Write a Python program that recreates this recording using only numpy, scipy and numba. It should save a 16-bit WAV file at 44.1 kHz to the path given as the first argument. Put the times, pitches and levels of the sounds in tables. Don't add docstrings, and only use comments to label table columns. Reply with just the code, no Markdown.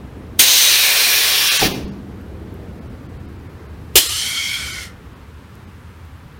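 import sys
import numpy as np
from scipy import signal
from scipy.fft import rfft, irfft, next_fast_len
from scipy.io import wavfile
from scipy.ndimage import uniform_filter1d
from numba import njit

SR = 44100
rng = np.random.default_rng(int(sys.argv[2]) if len(sys.argv) > 2 else 0)


def level_to_linear(level):
    exponent = np.asarray(level, float) / 20
    return 10 ** exponent


def transcribe(u):
    v = np.clip(np.atleast_2d(u).T, -1, 1)
    q = np.round(v * 32767).astype(np.int16)
    wavfile.write(sys.argv[1], SR, q)


N = 281799
TIME = np.arange(N) / SR


def unit(x):
    return x / np.sqrt(np.mean(x ** 2))


def walk(rate, size):
    hold = int(SR / rate)
    targets = rng.standard_normal(N // hold + 1)
    return unit(uniform_filter1d(np.repeat(targets, hold)[:size], hold))


@njit
def resonance(x, hz, width):
    y, band, low = np.empty(len(x)), 0., 0.
    for i in range(len(x)):
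        g, k = np.tan(np.pi * hz[i] / SR), width / hz[i]
        v = (band + g * (x[i] - low)) / (1 + g * (g + k))
        band, low, y[i] = 2 * v - band, low + 2 * g * v, k * v
    return y


def air(spectrum, edges_hz, band_db, flicker_db, rate, size):
    fast = next_fast_len(size)
    octave = np.log2(np.arange(1, fast // 2 + 2) * SR / fast)
    hz, db = np.transpose(spectrum)
    noise = rfft(rng.standard_normal(fast)) * level_to_linear(np.interp(octave, np.log2(hz), db))
    centres = np.arange(np.floor(np.log2(hz[0])), np.log2(SR / 2) + .5, .5)
    zones = np.searchsorted(np.log2(edges_hz), centres)
    flicker = np.broadcast_to(flicker_db, 3)
    total = [np.zeros(size) for _ in range(3)]
    for centre, zone in zip(centres, zones):
        part = irfft(noise * np.clip(1 - 2 * abs(octave - centre), 0, 1), fast)[:size]
        total[zone] += part * level_to_linear(flicker[zone] * walk(rate, size))
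    return sum(level_to_linear(db) * unit(x) for db, x in zip(band_db, total))


def valve(t, stroke, tail_db_s, lead_db):
    opens, shuts, closing, lost_db, linger = stroke
    lift_s, lead_db_s = .0013, 5000
    db = np.interp(t, [opens - lift_s, opens, shuts, shuts + closing], [lead_db, 0, 0, lost_db])
    lead_in = lead_db_s * np.minimum(t - opens + lift_s, 0)
    return db + lead_in + tail_db_s * np.maximum(t - shuts - closing - linger, 0)


def peak(t, s, db, rise_db_s, fall_db_s, round_s):
    return db - np.where(t < s, rise_db_s, fall_db_s) * (np.hypot(t - s, round_s) - round_s)


def place(x, t):
    start = round(t[0] * SR)
    return np.pad(x, (start, N - start - len(x)))


def late(x, ms):
    return np.roll(x, int(ms * SR / 1000))


# (pitch [Hz], level [dB per Hz])
TALL_BAG_AIR = [(150, -51), (250, -21.5), (298, -32), (336, -23.5), (538, -16.5), (1310, -17.5),
                (1610, -12), (4050, -0.5), (4900, -7), (6000, -5), (7310, -11.5), (9170, -6.5),
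                (11300, -15), (14700, -5), (16000, -19)]
# (pitch [Hz], level [dB per Hz])
FLAT_BAG_AIR = [(150, -56.5), (250, -25.5), (436, -15), (723, -16), (1180, -10), (1310, -15), (1700, -6.5),
                (2160, -9.5), (2360, -2), (3650, -3), (4410, -3.5), (5630, -6), (7570, -12), (12500, -10),
                (15300, -6), (16000, -11)]
# (early pitch [Hz], late pitch [Hz], width [Hz], level [dB], time [s], length [s])
HOLLOWS = [(6250, 5500, 330, -7, 0.52, 0.28), (5650, 5600, 240, -10.5, 1.35, .55),
           (3900, 3900, 450, -8, .65, .25), (3690, 3450, 350, -7, 1.4, 0.23),
           (2470, 2350, 200, -7, .98, .28), (4230, 4200, 300, -9, 1.1, .2),
           (9200, 9300, 1000, -12, 1.2, .9), (3200, 3200, 350, -4, .41, .04),
           (8900, 8900, 900, -6, .4, .04), (13000, 13100, 700, -13, 1.2, .4),
           (1750, 1850, 250, -15, 1.0, .4)]
# (level [dB], change [dB/s], first surge [dB], tail [dB/s])
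JET_ZONES = [(-24.5, 0.3, 5, -100), (-17.5, -.2, 9.5, -125), (-16, -5.5, 11, -200)]


def dump():
    t = TIME[SR // 4:2 * SR]
    stroke = (.394, 1.668, .018, -14, .04)
    surge_s, sinks_s, sinking_s = .026, .5, .9
    age = np.maximum(t - stroke[0], 0)
    sag = np.clip((t - sinks_s) / sinking_s, 0, 1)
    levels = []
    for db, change_db_s, surge_db, tail_db_s in JET_ZONES:
        surge = surge_db * np.exp(-age / surge_s)
        levels.append(db + change_db_s * age + surge + valve(t, stroke, tail_db_s, lead_db=-9))
    levels[1] = levels[1] + 3 * np.exp(-((t - .65) / .19) ** 2)
    jet = np.sqrt(1 - sag) * air(TALL_BAG_AIR, (2200, 6900), levels, 1.2, 14, len(t))
    jet += np.sqrt(sag) * air(FLAT_BAG_AIR, (2200, 6900), levels, 1.2, 14, len(t))
    for tall_hz, low_hz, width_hz, mode_db, s, length in HOLLOWS:
        hz = (tall_hz + (low_hz - tall_hz) * sag) * (1 + .018 * walk(6, len(t)))
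        swell = np.exp(-((t - s) / length) ** 2)
        swell = swell * level_to_linear(levels[1] + mode_db + 1.5 + 1.5 * walk(8, len(t)))
        jet += swell * unit(resonance(rng.standard_normal(len(t)), hz, 1. * width_hz))
    return place(jet, t)


# (pitch [Hz], level [dB per Hz])
BLAST_AIR = [(88, -47.5), (150, -12), (235, -13), (391, -6), (1080, -20), (1630, -19), (2650, -11.5),
             (2870, -1.5), (3620, -8), (4000, -9), (4670, -9), (14500, -7.5), (16000, -12)]
# (pitch [Hz], level [dB per Hz])
HOSE_AIR = [(240, -45), (400, -21.5), (1090, -16.5), (1420, -12), (2180, -11.5), (2670, -10.5), (3120, -4),
            (3870, -8.5), (4440, -7), (11500, -16), (16000, -27)]
# (level [dB], change [dB/s], tail [dB/s])
HISS_ZONES = [(-40, -9, -110), (-23.5, -15, -300), (-26.5, -17, -360)]
# (pitch [Hz], width [Hz], level [dB], row of SONG_PEAKS that drives it)
HOSE_NOTES = [(1440, 110, 0, 0), (1900, 150, -2.5, 0), (2234, 120, 0, 1), (3222, 180, 0.5, 2),
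              (4420, 250, 0, 3), (5510, 280, 0, 3), (6300, 250, -3, 3), (7500, 300, -7.5, 3),
              (9370, 560, -5.5, 3)]
# (time [s], level [dB], rise [dB/s], fall [dB/s], tail [dB/s])
SONG_PEAKS = [(4.14, -39.5, 80, 7, -80), (4.45, -23.5, 70, 50, -130), (4.29, -23.5, 85, 45, -350),
              (4.14, -32, 60, 22, -300)]


def fill():
    t = TIME[15 * SR // 4:21 * SR // 4]
    lead_db = -30
    blast = (3.9562, 3.984, .012, -11.5, .001)
    opens, *closing = (4.03, 4.835, .02, -4, .001)
    flow = (blast[1], *closing)
    blast_db = -1.5 - 90 * np.clip(t - blast[0], 0, blast[1] - blast[0])
    blast_db = blast_db + valve(t, blast, -400, lead_db)
    out = level_to_linear(blast_db) * air(BLAST_AIR, (900, 6900), (-21, -3, -4), 1.5, 90, len(t))

    age = np.maximum(t - blast[1], 0)
    swell_db = 20 * np.log10(np.clip(age / (opens - blast[1]), 1e-3, 1))
    levels = [db + change_db_s * age + swell_db + valve(t, flow, tail_db_s, lead_db)
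              for db, change_db_s, tail_db_s in HISS_ZONES]
    out += air(HOSE_AIR, (1900, 6900), levels, 1.5, 12, len(t))

    flat_start, tighten_s, droop_per_s = .17, .1, .085
    bend_hz = 2300
    ratio = 1 + .012 - flat_start * np.exp(-(age / tighten_s / 2) ** 2)
    droop = 1 - droop_per_s * age ** 3
    for hz, width_hz, note_db, row in HOSE_NOTES:
        *top, tail_db_s = SONG_PEAKS[int(row)]
        bend = ratio ** (bend_hz / hz) * droop ** min(hz / bend_hz, 1)
        pitch = hz * bend * (1 + .012 * walk(15, len(t)))
        tone = resonance(rng.standard_normal(len(t)), pitch, 2.2 * width_hz)
        tone = resonance(tone, pitch, 1.2 * width_hz)
        db = note_db + peak(t, *top, round_s=.08) + valve(t, flow, tail_db_s, lead_db)
        out += unit(tone) * level_to_linear(db + 2.0 * walk(12, len(t)))
    return place(out, t)


# (time [s], level [dB], pitch [Hz], length [ms])
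PUFFS = [
    (3.9595, -6, 425, 2.8),
    (3.972, -18, 55, 9),
    (1.632, -15, 420, 7),
    (4.035, -32, 340, 6),
    (4.062, -31, 450, 5),
    (4.088, -31, 330, 7),
    (4.095, -29, 75, 18),
    (4.87, -33, 190, 14),
]


def puffs():
    out = np.zeros(N)
    for s, db, hz, ms in PUFFS:
        swell = np.exp(-((TIME - s) * 1000 / ms) ** 2)
        out += level_to_linear(db) * swell * np.sin(2 * np.pi * hz * (TIME - s))
    return out


# (delay [ms], level [dB])
ECHOES = [(2.9, -22), (5.3, -19), (8.7, -17), (13.1, -17), (19.7, -17), (27.3, -18), (38.9, -19.5)]


def echoes(jets):
    return sum(level_to_linear(db) * late(jets, ms) for ms, db in ECHOES)


# (time [s], level [dB], own note [Hz], note over the rails [dB], note dies 60 dB in [s])
KNOCKS = [(0.393, -10.5, 262, 15.5, 0.046), (1.617, -8.5, 828, 13, 0.056), (1.624, -4, 748, 12.5, 0.082),
          (1.633, -18, 412, 19, 0.055), (1.641, -8.5, 280, 10, 0.056), (1.652, -3.5, 195, 12.5, 0.063),
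          (1.666, -9, 319, 15, 0.069), (1.681, -10, 252, 16, 0.05), (1.705, -14, 182, 15, 0.045),
          (1.732, -21.5, 174, 12, 0.05), (1.78, -17, 199, 12, 0.043), (1.84, -16.5, 75, 13.5, 0.064)]
# (pitch [Hz], level [dB], dies 60 dB in [s])
RAILS = [(129, -8, 0.44), (199, -6, 0.38), (264, -5, 0.57), (335, -9, 0.8), (375.5, -5.5, 0.37),
         (528, -20, 0.96), (748, -22.5, 1.8), (877, -4.5, 0.11), (1087, -8.5, 0.23), (1416, -15.5, 0.38)]


def frame():
    out, t = np.zeros(N), TIME[:SR // 2]
    for s, db, note_hz, note_db, note_t60 in KNOCKS:
        modes = [(hz, mode_db + 3 * rng.standard_normal(), .8 * t60) for hz, mode_db, t60 in RAILS]
        modes.append((note_hz, note_db, max(note_t60, .01)))
        ring = np.zeros(len(t))
        for hz, mode_db, t60 in modes:
            ring += level_to_linear(mode_db) * np.exp(-np.log(1000) * t / t60) * np.sin(2 * np.pi * hz * t)
        push = np.hanning(int(.6 * SR / note_hz) + 3)
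        knock = np.convolve(ring, push / push.sum())[:len(t)]
        start = int(s * SR)
        out[start:start + len(t)] += level_to_linear(db - 17.5) * knock

    t = TIME[3 * SR // 2:9 * SR // 4]
    low = peak(t, 1.67, -25, 300, 36, .01)
    clang = peak(t, 1.628, -23, 1500, 90, .005)
    steel = [(60, -18), (130, 6), (350, -1.5), (800, -6.5), (1500, -22), (3000, -50)]  # (Hz, dB per Hz)
    shudder = air(steel, (380, 1300), (low, clang, clang - 15), 1.0, 30, len(t))
    fade = np.clip((t[-1] - t) / .1, 0, 1)

    hum_s, hum_db, hum_hz, hum_t60 = 1.7, -27.5, 199, 2.0
    age = np.maximum(TIME - hum_s, 0)
    swell = (1 - np.exp(-age / .02)) * np.exp(-np.log(1000) * age / hum_t60)
    hum = level_to_linear(hum_db) * swell * np.sin(2 * np.pi * hum_hz * age)
    return out + hum + place(shudder * fade, t)


# (time [s], level [dB], pitch [Hz])
TICKS = [
    (2.2131, -37.5, 12300),
    (2.5421, -34.5, 13100),
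    (3.493, -38.5, 12500),
    (5.5547, -31.5, 11800),
    (6.0526, -35.5, 13500),
]


def ticks():
    out, t = np.zeros(N), np.arange(120) / SR
    for s, db, hz in TICKS:
        grain = np.diff(rng.standard_normal(len(t)), prepend=0)
        snap = (np.sin(2 * np.pi * hz * t) + .5 * grain) * np.exp(-t / .00025)
        start = int(s * SR)
        out[start:start + len(t)] += level_to_linear(db) * snap
    return out


# (pitch [Hz], level [dB per Hz])
ROAD_AIR = [(12, -51.5), (25, -33), (52, -6.5), (81, 0), (150, -5.5), (241, -8.5), (277, -11), (347, -13),
            (472, -15.5), (558, -20.5), (923, -25.5), (1610, -29.5), (7110, -49), (14700, -51.5),
            (16000, -53)]
# (time [s], level [dB])
PASSING = [
    (0, 1.5),
    (.4, 2.5),
    (1.95, 1.5),
    (2.6, 5),
    (3.4, 0),
    (3.95, 1.5),
    (4.6, -1.5),
    (5.3, -6),
    (6.39, -6),
]


def traffic():
    near = np.interp(TIME, *np.transpose(PASSING))
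    rumble_db, roar_db, hiss_db = -35.5 + .5 * near, -42.5 + near, -49
    road = air(ROAD_AIR, (200, 800), (rumble_db - 3, roar_db, hiss_db), (1.5, 1.2, .5), 4, N)
    hz = 80 * (1 + .06 * walk(1.5, N))
    engines = resonance(resonance(rng.standard_normal(N), hz, 40.), hz, 40.)
    return road + level_to_linear(rumble_db - 3.5) * unit(engines)


def gain_control(loud):
    from_db, slope, max_db, recover_db_s = -27, .8, 10, 75
    db = 10 * np.log10(uniform_filter1d(loud ** 2, SR // 40) + 1e-9)
    recovery = recover_db_s * TIME
    duck = np.clip(slope * (db - from_db), 0, max_db) + recovery
    return level_to_linear(recovery - np.maximum.accumulate(duck))


def scene():
    jets = dump() + fill()
    jets = jets + echoes(jets)
    background = gain_control(late(jets, 12.)) * traffic()
    return np.tile(jets + puffs() + frame() + ticks() + background, (2, 1))


# (time [s], extra coarseness [dB])
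STARVED = [(1.5016, 13), (1.587, 14), (1.7371, 12.5), (1.8638, 11), (1.9067, 12), (2.8026, 13),
           (2.8884, 12), (3.08, 13), (3.1858, 12), (3.2716, 12), (3.3783, 12), (3.4861, 13), (3.6776, 13),
           (4.085, 13.5), (4.1486, 11), (4.7233, 10), (5.1493, 12), (5.6611, 12), (6.3855, 11)]


def camera_rounding(x):
    hop, first = 941, 330
    step_db, masking, scatter_db, holes = -1.0, .45, 2.5, 2.3
    count = N // hop + 3
    pad = np.pad(x, (2 * hop - first, 3 * hop))
    n = np.arange(2 * hop) + .5
    waves = np.cos(np.pi / hop * np.outer(np.arange(hop) + .5, n + hop / 2))
    basis = np.sin(np.pi * n / (2 * hop)) * waves
    lines = pad[hop * np.arange(count)[:, None] + np.arange(2 * hop)] @ basis.T
    edges = np.unique(np.cumsum(np.minimum(4 * 1.11 ** np.arange(44), 32)).astype(int) - 4)
    edges = edges[edges < hop]
    widths = np.diff(np.append(edges, hop))
    band_db = 10 * np.log10(np.add.reduceat(lines ** 2, edges, axis=1) / widths + 1e-12)
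    chance = rng.standard_normal((2, *band_db.shape))
    coarse = step_db + 20 * (chance[0] > holes) * (edges > hop // 2) + 0 * band_db
    for s, db in STARVED:
        k = round((s * SR - first) / hop) + 1
        weakness = np.median(band_db[k, :-4]) - band_db[k]
        coarse[k] += db + masking * weakness + scatter_db * chance[1, k]
    loud = band_db[:, 20:].mean(axis=1)
    coarse[1:][np.diff(loud) > 9] = -30
    step = np.repeat(level_to_linear(band_db + coarse), widths, axis=1)
    lines[:, int(15960 * 2 * hop / SR):] = 0
    rounded = np.sign(lines) * np.floor(abs(lines) / step + .4) * step
    frames = rounded @ basis * 2 / hop
    out = np.zeros((count + 1, hop))
    out[:-1] += frames[:, :hop]
    out[1:] += frames[:, hop:]
    return out.ravel()[2 * hop - first:][:N]


def low_pass(x):
    return signal.sosfilt(signal.butter(12, 16340, fs=SR, output="sos"), x)


def record(dry):
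    mono = camera_rounding(np.clip(dry[0], -1, 1))
    mix = np.tile(mono, (2, 1))
    return low_pass(mix)


dry = scene()
out = record(dry)
transcribe(out)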